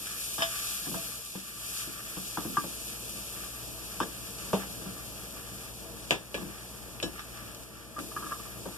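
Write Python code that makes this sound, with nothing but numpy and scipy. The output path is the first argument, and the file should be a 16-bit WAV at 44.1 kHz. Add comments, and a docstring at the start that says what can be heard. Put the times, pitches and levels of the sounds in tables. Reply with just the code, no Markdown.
"""Garlic sizzles in a film of oil in a deep metal pot: a dense random patter of bubbles, shaped as coloured noise.
Chopped onion falls in with soft thuds and the frying flares up. A wooden spoon stirs and knocks, a plate bumps
the rim and shades the hiss, and the pot rocks on its grate: short clicks excite resonances, and struck parts ring.
Behind them are a gas flame (noise) and humming motors (sine tones) in a small tiled kitchen.
Two close microphones with stereo widening pick it up; the levels below are set ahead of balance and widening."""
import sys
import numpy as np
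from scipy import signal
from scipy.fft import rfft, irfft, next_fast_len
from scipy.io import wavfile

SR = 44100
rng = np.random.default_rng(int(sys.argv[2]) if len(sys.argv) > 2 else 0)


def transcribe(signal):
    """Save signal, clipped to [-1, 1], as a 16-bit WAV file at the path in sys.argv[1]."""
    frames = np.atleast_2d(signal).T
    limited = np.clip(frames, -1, 1)
    pcm = np.round(limited * 32767).astype(np.int16)
    wavfile.write(sys.argv[1], SR, pcm)


N = 386757

# spectrum of the frying: (f/Hz, level/dB per Hz)
SIZZLE_SPECTRUM = [(300, -40), (800, -12), (1500, -49), (2400, 3.5), (3000, -1), (3650, 0.5), (4300, 1.5),
                   (5300, 1.25), (6400, 1.5), (7500, 2), (8600, 2), (10500, 3), (12500, 3), (14300, -4)]
# resonances of the pot's air under steady excitation: (f/Hz, width/Hz, level/dB)
POT_AIR = [(1168, 38, -1), (1323, 170, -6.5), (1710, 160, -3), (2387, 206, -9), (2735, 120, -7.5),
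           (3100, 1000, -14.5), (5460, 320, -14)]
# low resonances of the pot on its grate: (f/Hz, width/Hz, level/dB)
GRATE_THUD = [(123, 134, -8), (189, 29, 1.5), (250, 29, -4), (323, 49, 0)]
# chopped onion landing in the oil: (t/s, thud level/dB, ring level of the pot's air/dB)
ONION_LANDINGS = [(7.192, -67, -52), (7.964, -54, -42.5), (7.983, -41, -43.5), (8.114, -60, -51),
                  (8.164, -46, -36), (8.223, -49, -43), (8.236, -54, -44.5), (8.261, -51, -44),
                  (8.31, -50, -42.5), (8.319, -54, -37.5), (8.397, -62, -51), (8.453, -65, -54)]
# the steady sounds dip briefly: (start t/s, end t/s, hiss level/dB, bass level/dB)
DIPS = [(1.2, 1.544, -2.5, -4.5), (6.128, 6.307, -4.5, -2.5), (7.627, 7.966, -3.5, -3.5)]
DIP_EDGE_S = 0.04
FRYING_DB = -38.5   # frying level at the start
BLOW = SR // 2   # samples that a blow lasts
GRATE_LAG_S = 0.00453   # the grate answers after the contact
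PLATE_LAG_S = 0.00011   # the plate is heard this much later on the right than on the left


def sizzle(split_hz=7000, top_split_hz=10800):
    """Larger bubbles crackle, tiny ones fizz above, with fine spray on top; a hollow note sounds in the pot's air."""
    large = bursts(per_s=1800, spread_db=3.1, wash_db=3)
    tiny = bursts(per_s=1600, spread_db=3.5, wash_db=5.5)
    finest = bursts(per_s=1800, spread_db=3.4, wash_db=6)
    crackle = signal.lfilter(*signal.butter(2, split_hz, "low", fs=SR), large)
    fizz = signal.lfilter(*signal.butter(2, split_hz, "high", fs=SR), tiny)
    fizz = signal.sosfilt(signal.butter(4, top_split_hz, "low", fs=SR, output="sos"), fizz)
    spray = signal.sosfilt(signal.butter(4, top_split_hz, "high", fs=SR, output="sos"), finest)
    # the spray flickers separately from the rest
    hiss = colour((crackle + fizz) * flicker() + spray * flicker(), SIZZLE_SPECTRUM)

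    bubbling = bursts(per_s=830, spread_db=-1.0, wash_db=0.5)
    hollow = rms_one(resonate(bubbling, POT_AIR)) * from_db(2.64 * drift(16))
    vigour = frying_gain()
    # the hollow note follows only part of the frying's swing in dB
    hollow_start_db, hollow_follows = -51, 0.35
    hollow_gain = from_db(hollow_start_db) * (vigour / from_db(FRYING_DB)) ** hollow_follows
    return vigour * hiss + hollow_gain * hollow


def frying_gain():
    """The hiss fades as garlic dries, flares under spoon strokes, is shaded by the plate and fed by the onion."""
    # strokes turn wet garlic onto hot metal: (start t/s, end t/s, flare level/dB)
    strokes = [(0.05, 1.1, 3), (0.51, 0.738, 2.5), (1.595, 1.834, 5), (2.08, 3.437, 1.5), (3.702, 4.01, 1),
               (4.35, 4.834, 1.6)]
    drying_db_per_s = 1.0
    attack_s, release_s = 0.19, 0.053
    plate_over_s, plate_move_s, plate_shade_db = 5.6, 0.11, -1.5
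    onion_fry_db, onion_rise_s, onion_settle_s = -5.5, 0.0082, 0.61

    t = np.arange(N) / SR
    flares = sum(db * held(start, end, attack_s, release_s) for start, end, db in strokes)
    shade = plate_shade_db * np.clip((t - plate_over_s) / plate_move_s, 0, 1)
    power = from_db(FRYING_DB - drying_db_per_s * t + flares + shade) ** 2
    # a clump with a louder thud is bigger and fries up more, then settles
    for s, size_db, _ in ONION_LANDINGS:
        age = np.maximum(t - s, 0)
        swell = (1 - np.exp(-age / onion_rise_s)) * np.exp(-age / onion_settle_s)
        power = power + from_db(size_db + onion_fry_db) ** 2 * swell
    dips = sum(db * held(start, end, DIP_EDGE_S, DIP_EDGE_S) for start, end, db, _ in DIPS)
    return np.sqrt(power) * from_db(dips)


def flicker():
    """Gain that flickers as patches of wet garlic flare up and die down."""
    return from_db(.6 * drift(14) + .55 * drift(40))


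def bursts(per_s, spread_db, wash_db):
    """Noise swells at random moments by random amounts and dies away at once, over a steady wash of noise."""
    decay_s = 0.0031
    happens = rng.random(N) < per_s / SR
    sizes = from_db(spread_db * np.minimum(rng.exponential(1, N), 7)) * happens
    splash_power = signal.lfilter([1], [1, -np.exp(-1 / (decay_s * SR))], sizes ** 2)
    power = splash_power / splash_power.mean() + from_db(wash_db) ** 2
    return rms_one(np.sqrt(power) * diffuse(N))


def crackles():
    """Bigger bubbles pop clear of the hiss: very short noise bursts at random moments and of random size."""
    pops_per_s, decay_s, spread_db = 140, 0.0007, 2.5
    below_hiss_db = -14
    happens = rng.random(N) < pops_per_s / SR
    pops = from_db(spread_db * np.minimum(rng.exponential(1, N), 3)) * happens
    splash = signal.lfilter([1], [1, -np.exp(-1 / (decay_s * SR))], pops)
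    return frying_gain() * from_db(below_hiss_db) * colour(splash * diffuse(N), SIZZLE_SPECTRUM)


def spits():
    """Single drops of water burst out of the oil, each a pitched click."""
    # lone spits: (t/s, level/dB, f/Hz)
    drops = [(3.49, -52, 7500), (7.548, -52.5, 5200), (7.635, -54, 9000)]
    out = np.zeros((2, N))
    for s, db, hz in drops:
        add(out, s, click(db, hz))
    return out


def onion():
    """Soft clumps land with a dull thud and a hollow note each, with loose bits trickling between them."""
    # loose bits: (start t/s, end t/s, level/dB)
    trickle = (8.16, 8.37, -52)
    # the pot's air under the plate: (f/Hz, width/Hz, level/dB)
    plop = [(1190, 75, 4), (1300, 130, -3), (1660, 60, -2)]
    # the pot floor under a soft clump: (f/Hz, width/Hz, level/dB)
    soft_landing = [(190, 96, 0), (310, 57, 9), (570, 280, -6)]

    start, end, db = trickle
    edge_s = 0.021
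    loose_bits = rms_one(resonate(bursts(per_s=96, spread_db=1.5, wash_db=-9), plop))
    out = from_db(db) * held(start, end, edge_s, edge_s) * loose_bits
    for s, thud_db, ring_db in ONION_LANDINGS:
        patter = contact(echo_db=2.0, echo_t60=0.12, room_db=3.0, room_t60=0.45)
        thud = at_level(resonate(patter, soft_landing), thud_db)
        hollow = at_level(resonate(clump(), plop), ring_db)
        add(out, s, thud + hollow)
    return out


def clump(count=4):
    """Several pieces land one just after another, each weaker than the last."""
    gap_s, loss_db = 0.003, 1.5   # from piece to piece; each gap also varies at random
    out = np.zeros((2, BLOW))
    for k, late in enumerate(rng.random(count)):
        start = round(gap_s * (k + late / 2) * SR) if k else 0
        piece = contact(echo_db=-7, echo_t60=.05, room_db=-10, room_t60=.3)
        out[:, start:] += from_db(-loss_db * k) * piece[:, :BLOW - start]
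    return out


def wall_strikes():
    """The spoon strikes the pot wall: a blow, then the wall rings in its own modes."""
    # (t/s, level/dB, hardness/dB, ring level/dB, ring tilt/dB per octave)
    strikes = [(0.381, -42.5, -6.5, -42, -1.5), (0.405, -44.5, 1, -38, 0), (0.4215, -37.5, 5.5, -31, 1),
               (0.943, -40.5, -3, -42.5, -8), (0.970, -57, -7, -41, -9)]
    # modes of the wall: (f/Hz, level/dB, t60/s)
    wall_modes = [(667, 1, 0.22), (1174, 1, 0.14), (1697, 2, 0.15), (2890, -8, 0.12), (3110, 0, 0.2),
                  (3358, -3, 0.2), (3484, -11, 0.1), (3613, -1, 0.13), (4712, -8, 0.07), (5125, -3, 0.14)]
    # share of the force: (thud/dB, base/dB, hollow/dB, crack/dB, push/dB, tick/dB)
    shares = (-10.5, -18, -2, -3.5, -2.5, -6)
    out = np.zeros((2, N))
    for s, db, hardness_db, ring_db, tilt_db in strikes:
        out += blow(s, db, hardness_db, shares, push_hz=940)
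        out += ringing(s, ring_db, wall_modes, tilt_db)
    return aside(out, lag_s=-0.00025)


def floor_taps():
    """The spoon taps the pot floor and the air across the pot sings on; a flat landing favours floor over air."""
    # (t/s, level/dB, hardness/dB, flatness/dB, contact pitch f/Hz)
    taps = [(2.373, -34, -1, 2, 1150), (2.570, -36, -2.5, -9.5, 1190), (2.641, -45, -4.5, 7.5, 600),
            (4.003, -30.5, -0.5, 4, 1070), (4.532, -29, 2.5, 12.5, 560), (4.634, -52, 2, 11, 950),
            (8.657, -44.5, -3.5, 10, 600)]
    # modes of the air across the pot: (f/Hz, level/dB, t60/s)
    air_modes = [(1040, -24, 0.091), (1176, 0, 0.081), (1340, -15, 0.06), (1598, -11, 0.06),
                 (1610, -9, 0.1)]
    # share of the force: (thud/dB, base/dB, hollow/dB, crack/dB, push/dB, tick/dB)
    shares = (-4, -9, -1.5, -15.5, -5.5, -21)
    air_ring_db = 4.5   # relative to the tap less its flatness
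    out = np.zeros((2, N))
    for s, db, hardness_db, flat_db, push_hz in taps:
        out += blow(s, db, hardness_db, shares, push_hz, flat_db)
        out += ringing(s, db - flat_db + air_ring_db, air_modes)
    return aside(out, lag_s=-0.000043)


def plate_bumps():
    """The plate bumps the rim: a blow, a crisp snap, a dry clack and the ring of the rim."""
    # (t/s, level/dB, hardness/dB, ring level/dB, snap level/dB, clack level/dB)
    bumps = [(6.1082, -29.5, -0.5, -34, -46, -28), (6.3435, -39.5, -2, -38, -66, -46),
             (7.027, -40.5, -6, -50, -43, -56)]
    # modes of the rim with the plate against it: (f/Hz, level/dB, t60/s)
    rim_modes = [(1165, -10.5, 0.2), (1570, 0, 0.08), (1698, 2, 0.21), (2400, 8, 0.1), (2560, 0, 0.11),
                 (2730, -2, 0.2), (2800, -3, 0.15), (2918, -6, 0.12), (3300, -4, 0.17), (3965, -9, 0.2)]
    # share of the force: (thud/dB, base/dB, hollow/dB, crack/dB, push/dB, tick/dB)
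    shares = (-5.5, -0.5, -25, 0.5, -4, -3)
    out = np.zeros((2, N))
    for s, db, hardness_db, ring_db, snap_db, clack_db in bumps:
        out += blow(s, db, hardness_db, shares, push_hz=495)
        out += ringing(s, ring_db, rim_modes)
        add(out, s, snap(snap_db) + clack(clack_db))
    return aside(out, PLATE_LAG_S)


def snap(db, hz=7400):
    """The crisp top of a glazed china contact, half an octave wide and scattered by the pot."""
    band = signal.butter(2, [hz / 2 ** .25, hz * 2 ** .25], "band", fs=SR, output="sos")
    splash = contact(echo_db=4, echo_t60=.12, room_db=-8, room_t60=.2)
    return at_level(signal.sosfilt(band, splash), db)


def clack(db):
    """China edge on metal rim, close to the microphones: a few dry cycles that swell and stop."""
    touch = contact(echo_db=-11, echo_t60=.1, room_db=-18, room_t60=.2)
    band = [(2600, 1000, 0)]   # (f/Hz, width/Hz, level/dB)
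    return at_level(resonate(resonate(touch, band), band), db)


def clinks():
    """A metal utensil touches the plate: a small pitched tap and the ring of the china."""
    # (t/s, click level/dB, click pitch f/Hz, ring level/dB)
    touches = [(7.001, -43, 2530, -62), (7.0284, -43, 3480, -35), (7.0331, -45, 2650, -47),
               (7.194, -44.5, 1470, -49), (7.99, -45, 1650, -55)]
    # modes of the plate: (f/Hz, level/dB, t60/s)
    plate_modes = [(1684, -3, 0.22), (2660, -1, 0.2), (3000, -4, 0.2), (3530, 0, 0.13), (3950, 4, 0.14),
                   (4500, -6, 0.1), (5490, 1, 0.17), (7150, -4, 0.072)]
    width_hz = 370
    out = np.zeros((2, N))
    for s, db, hz, ring_db in touches:
        touch = contact(echo_db=-5, echo_t60=.06, room_db=-10, room_t60=.25)
        add(out, s, at_level(resonate(touch, [(hz, width_hz, 0)]), db))
        out += ringing(s, ring_db, plate_modes)
    return aside(out, PLATE_LAG_S)


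def rubs():
    """The spoon rubs across the gritty floor: wood sticks and slips and sounds the air in the pot."""
    # (start t/s, end t/s, level/dB)
    rub_times = [(0.05, 0.108, -47), (0.52, 0.665, -46), (1.945, 2.007, -46), (3.862, 3.978, -51.5),
                 (4.377, 4.515, -49)]
    edge_s = 0.021
    strokes = sum(from_db(db) * held(start, end, edge_s, edge_s) for start, end, db in rub_times)
    return strokes * rms_one(resonate(bursts(per_s=180, spread_db=5.0, wash_db=0), POT_AIR))


def skids():
    """The spoon's edge chatters briefly along the metal."""
    # (start t/s, end t/s, level/dB)
    skid_times = [(0.38, 0.429, -36), (0.85, 0.88, -46), (3.998, 4.037, -38.5)]
    # what a skid excites: (f/Hz, width/Hz, level/dB)
    rasp = [(810, 120, -1), (1690, 90, 11.5), (3200, 300, -3), (3620, 110, 2.5), (5460, 400, -2)]
    edge_s = 0.006
    strokes = sum(from_db(db) * held(start, end, edge_s, edge_s) for start, end, db in skid_times)
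    return strokes * rms_one(resonate(bursts(per_s=400, spread_db=2, wash_db=-6), rasp))


def rocks():
    """The pot rocks on its grate: a blow, then a low boom a moment later."""
    # (t/s, level/dB, hardness/dB, boom level/dB, boom pitch f/Hz)
    rock_hits = [(0.867, -43.5, -3, -39, 213), (0.914, -47, -2, -44, 159), (0.945, -40.5, -1, -39, 182),
                 (1.351, -42, 0.5, -34, 191), (1.87, -57.5, -9, -46, 203), (2.168, -40.5, 0.5, -38, 185),
                 (2.449, -40.5, -3.5, -36, 215), (2.463, -49, -3, -37, 181), (2.5, -51, -3, -43, 178),
                 (4.533, -49, -5, -24, 194), (4.813, -45, 2, -56, 200), (4.86, -46, -2, -39, 187),
                 (6.378, -43.5, -1.5, -50, 205), (6.414, -44, -4.5, -50, 195), (6.46, -52, -5, -39, 194),
                 (7.035, -52, -7.5, -37, 196), (7.056, -51, -6, -42, 185)]
    # share of the force: (thud/dB, base/dB, hollow/dB, crack/dB, push/dB, tick/dB)
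    shares = (-2, -9, -7.5, -12, -14, -28)
    boom_t60_s = 0.25
    out = np.zeros((2, N))
    for s, db, hardness_db, boom_db, boom_hz in rock_hits:
        out += blow(s, db, hardness_db, shares, push_hz=690)
        out += ringing(s + GRATE_LAG_S, boom_db, [(boom_hz, 0, boom_t60_s)])
    return aside(out, lag_s=-0.0003)


def drags():
    """Pushed by spoon or plate, the pot judders along its grate with a low rumble."""
    # (start t/s, end t/s, level/dB)
    drag_times = [(0.865, 0.97, -45), (2.38, 2.66, -51), (4.57, 4.924, -53), (6.37, 6.47, -47)]
    edge_s = 0.016
    pushes = sum(from_db(db) * held(start, end, edge_s, edge_s) for start, end, db in drag_times)
    rumble = resonate(bursts(per_s=81, spread_db=2.5, wash_db=-1), GRATE_THUD)
    # the pot is too small to sound the deep bass
    no_deep_bass = signal.butter(2, 110, "high", fs=SR, output="sos")
    return pushes * rms_one(signal.sosfilt(no_deep_bass, rumble))


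def blow(s, db, hardness_db, shares, push_hz, flat_db=0):
    """A blow shares its force between grate, pot floor, enclosed air and contact point; hard ones are brighter."""
    # what a knock excites, each (f/Hz, width/Hz, level/dB): pot floor and spoon, air across the pot, hard contact
    base_modes = [(375, 47, 2), (465, 59, 4), (544, 150, 2), (678, 214, 2), (856, 550, -5.5)]
    hollow_modes = [(865, 310, -1.5), (1193, 72, 13.5), (1300, 70, -2), (1600, 72, 7.5)]
    crack_modes = [(1650, 590, 9.4), (2640, 860, 14.2), (3400, 560, 14), (3505, 100, 21), (5330, 3000, 2.8)]
    tick_hz = 2780   # the sharp part of the direct click; push_hz is its dull part

    # in the order thud, base, hollow, crack, push, tick
    hardness_tilt = hardness_db * np.array([-1.5, -.5, .5, 1.5, 0, 1.5])
    flatness_tilt = flat_db * np.array([0, 1, -1, 0, 0, 0])
    part_db = db + np.array(shares) + (hardness_tilt + flatness_tilt)
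    thud_db, base_db, hollow_db, crack_db, push_db, tick_db = part_db

    thud = resonate(contact(echo_db=-1, echo_t60=.15, room_db=-4, room_t60=.5), GRATE_THUD)
    base = resonate(contact(echo_db=3.5, echo_t60=.15, room_db=-3, room_t60=.27), base_modes)
    hollow = resonate(contact(echo_db=0, echo_t60=.09, room_db=-7, room_t60=.27), hollow_modes)
    crack = resonate(contact(echo_db=8, echo_t60=.18, room_db=-3, room_t60=.24), crack_modes)
    out = np.zeros((2, N))
    add(out, s + GRATE_LAG_S, at_level(thud, thud_db))
    add(out, s, at_level(base, base_db) + at_level(hollow, hollow_db) + at_level(crack, crack_db))
    add(out, s, click(push_db, push_hz) + click(tick_db, tick_hz))
    return out


def ringing(s, hit_db, modes, tilt_db=0):
    """A struck body rings on in fading sine tones; tilt is in dB per octave above the first mode."""
    rise_s = 0.0004   # the ring builds up while the contact lasts
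    out, t = np.zeros((2, N)), np.arange(BLOW) / SR
    rise = 1 - np.exp(-t / rise_s)
    for hz, db, t60 in modes:
        # a phase of its own at each microphone, wider apart in the treble
        phase = rng.normal(0, 1, (2, 1)) * min(hz / 5000, 1)
        gain = from_db(hit_db + db + tilt_db * np.log2(hz / modes[0][0]))
        add(out, s, gain * rise * decay(t60) * np.sin(2 * np.pi * hz * t + phase))
    return out


def click(db, hz):
    """A click an octave wide that comes straight to the microphones, with only a short splash of echoes."""
    band = signal.butter(2, [hz / np.sqrt(2), hz * np.sqrt(2)], "band", fs=SR, output="sos")
    splash = contact(echo_db=-7, echo_t60=.11, room_db=-14, room_t60=.2)
    return at_level(signal.sosfilt(band, splash), db)


def contact(echo_db, echo_t60, room_db, room_t60):
    """One click at each microphone, at most 5 samples apart, with dense pot echoes and the kitchen's tail."""
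    pot_echoes = from_db(echo_db) * rms_one(decay(echo_t60))
    room_tail = from_db(room_db) * rms_one(decay(room_t60))
    sound = diffuse(BLOW) * (pot_echoes + room_tail) / np.sqrt(BLOW)
    sound[[0, 1], rng.integers(0, 6, 2)] += 1
    return sound


def stove():
    """The flame's soft roar, with the air of pot and burner booming in it."""
    # spectrum of the flame: (f/Hz, level/dB per Hz)
    flame = [(15, -19), (40, 8), (80, 3.5), (160, 0), (330, 1.5), (560, -1.5), (850, -3.5), (1500, -10),
             (4000, -17.5)]
    # resonances of the air in pot and burner: (f/Hz, width/Hz, level/dB)
    stove_air = [(106, 23, -1), (193.4, 34.4, 2.5), (325, 54, -2), (466, 17.5, 0.5), (562, 20.5, -6),
                 (654, 28, -3.5)]
    roar_db, boom_db = -53.5, -53   # before the bass gain
    roar = from_db(roar_db) * colour(diffuse(N), flame)
    boom = from_db(boom_db) * rms_one(resonate(diffuse(N), stove_air)) * from_db(1.5 * drift(13))
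    return bass_gain() * (roar + boom)


def hum():
    """Close motor and mains tones beat against each other, stronger on the left."""
    # tones before bass gain and balance: (f/Hz, rms level/dB)
    hum_tones = [(50.4, -66), (59.2, -58), (118.4, -60), (120, -70)]
    t = np.arange(N) / SR
    tones = 0
    for hz, db in hum_tones:
        peak = from_db(db) * np.sqrt(2)
        tones = tones + peak * np.sin(2 * np.pi * (hz * t + rng.random()))
    return bass_gain() * tones * from_db([[1.3], [-1.3]])


def bass_gain():
    """Gain of flame and hum together: a slow curve with brief dips."""
    # (t/s, level/dB)
    bass_curve = [(0, -2.5), (0.6, -0.5), (1.9, -2), (2.9, 1.5), (4.6, 3), (6.0, 2), (8.77, 2)]
    slow_db = np.interp(np.arange(N) / SR, *np.transpose(bass_curve))
    dips = sum(db * held(start, end, DIP_EDGE_S, DIP_EDGE_S) for start, end, _, db in DIPS)
    return from_db(slow_db) * from_db(dips)


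def diffuse(size):
    """Noise from all around at the two microphones, with a likeness between them that depends on pitch."""
    # likeness of the two microphones: (f/Hz, likeness/0-1)
    likeness = [(60, 0), (150, 0.5), (300, 0.29), (600, 0.82), (1000, 0.5), (1600, 0.07), (14000, 0)]
    white = rng.standard_normal((2, 2 * next_fast_len(size // 2 + 1)))
    mid, side = rfft(white)
    alike = np.clip(at_hz(likeness, bins(white)), 0, 1)
    left_right = np.sqrt(1 + alike) * mid + np.sqrt(1 - alike) * side * [[1], [-1]]
    return rms_one(irfft(left_right)[:, :size])


def resonate(x, modes):
    """Pass a sound through parallel two-pole resonances of alternating sign."""
    out = 0
    for k, (hz, width, db) in enumerate(modes):
        r = np.exp(-np.pi * width / SR)   # a narrower resonance rings longer
        poles = [1, -2 * r * np.cos(2 * np.pi * hz / SR), r * r]
        gain = (-1) ** k * from_db(db) * (1 - r * r) / 2
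        out = out + gain * signal.lfilter([1, 0, -1], poles, x)
    return out


def colour(x, spectrum):
    """Weight a sound with a smooth spectrum, at rms 1."""
    padded = np.pad(x, [(0, 0), (0, next_fast_len(N) - N)])
    weights = from_db(at_hz(spectrum, bins(padded)))
    return rms_one(irfft(rfft(padded) * weights))[:, :N]


def drift(rate):
    """Random curve of rms 1 that heads for a new value rate times a second."""
    steps = np.arange(N) / SR * rate
    return rms_one(np.interp(steps, np.arange(4096), rng.standard_normal(4096)))


def held(start, end, attack, release):
    """Envelope 0-1 that rises from start, holds, and falls from end (all in seconds)."""
    t = np.arange(N) / SR
    return np.clip((t - start) / attack, 0, 1) * np.clip(1 - (t - end) / release, 0, 1)


def decay(t60):
    """Envelope of a blow that falls 60 dB in t60 seconds."""
    return np.exp(-np.log(1000) * np.arange(BLOW) / SR / t60)


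def aside(x, lag_s):
    """A source off the centre line reaches the right microphone lag_s after the left (before it if negative)."""
    padded = np.pad(x, [(0, 0), (0, 2 * next_fast_len(N // 2 + BLOW) - N)])
    # half the lag on each side, as a phase turn
    turn = np.exp(1j * np.pi * bins(padded) * lag_s * np.array([[1], [-1]]))
    return irfft(rfft(padded) * turn)[:, :N]


def add(out, s, sound):
    """Mix a blow in at time s in seconds."""
    start = round(s * SR)
    out[:, start:start + BLOW] += sound[:, :N - start]


def at_level(sound, db):
    """Set the rms of a blow's first 30 ms."""
    opening = sound[:, :round(.03 * SR)]
    return from_db(db) * sound / np.sqrt(np.mean(opening ** 2))


def rms_one(x):
    """Scale to rms 1."""
    return x / np.sqrt(np.mean(x ** 2) + 1e-20)


def from_db(db):
    """Turn decibels into gain."""
    return 10 ** (np.asarray(db) / 20)


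def at_hz(points, hz):
    """Read a table between its points on a log-frequency axis."""
    known_hz, values = np.transpose(points)
    return np.interp(np.log(hz + 1), np.log(known_hz), values)


def bins(x):
    """Frequencies in Hz of a signal's spectrum."""
    return np.fft.rfftfreq(x.shape[-1], 1 / SR)


def scene():
    """Everything at the two microphones, pot and stove a little to the left."""
    frying = sizzle() + crackles() + spits() + onion()
    spoon = wall_strikes() + floor_taps() + rubs() + skids()
    plate = plate_bumps() + clinks()
    pot_on_grate = rocks() + drags()
    pot = frying + spoon + plate + pot_on_grate
    return (pot + stove()) * from_db([[.9], [-.9]]) + hum()


def record(dry):
    """Widening subtracts a delayed share of the other channel from each; then the top is cut."""
    # share of the other channel: (f/Hz, share/0-1)
    crossfeed = [(400, 0.035), (750, 0.33), (1050, 0.72), (1900, 1), (2300, 1), (3100, 0.64), (3500, 0.64),
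                 (3950, 0.93), (4250, 0.75), (4600, 0.42), (5300, 0.45), (6300, 0.33), (8400, 0.1),
                 (14000, 0.12)]
    # delay of that share: (f/Hz, delay/s)
    crossfeed_delay = [(1000, .00049), (2100, .000478), (3150, .000479), (3900, .000498), (4300, .000486),
                       (5000, .000476)]
    cutoff_hz = 14380

    padded = np.pad(dry, [(0, 0), (0, 2 * next_fast_len(N // 2 + BLOW) - N)])
    spectrum, hz = rfft(padded), bins(padded)
    share = np.clip(at_hz(crossfeed, hz), 0, 1)
    delay = np.exp(-2j * np.pi * hz * at_hz(crossfeed_delay, hz))
    other = spectrum[::-1]   # left and right swapped
    wide = (spectrum - share * delay * other) / np.sqrt(1 + share ** 2)
    low_pass = 1 / np.sqrt(1 + (hz / cutoff_hz) ** 400)
    return irfft(wide * low_pass)[:, :N]


dry = scene()
out = record(dry)
transcribe(out)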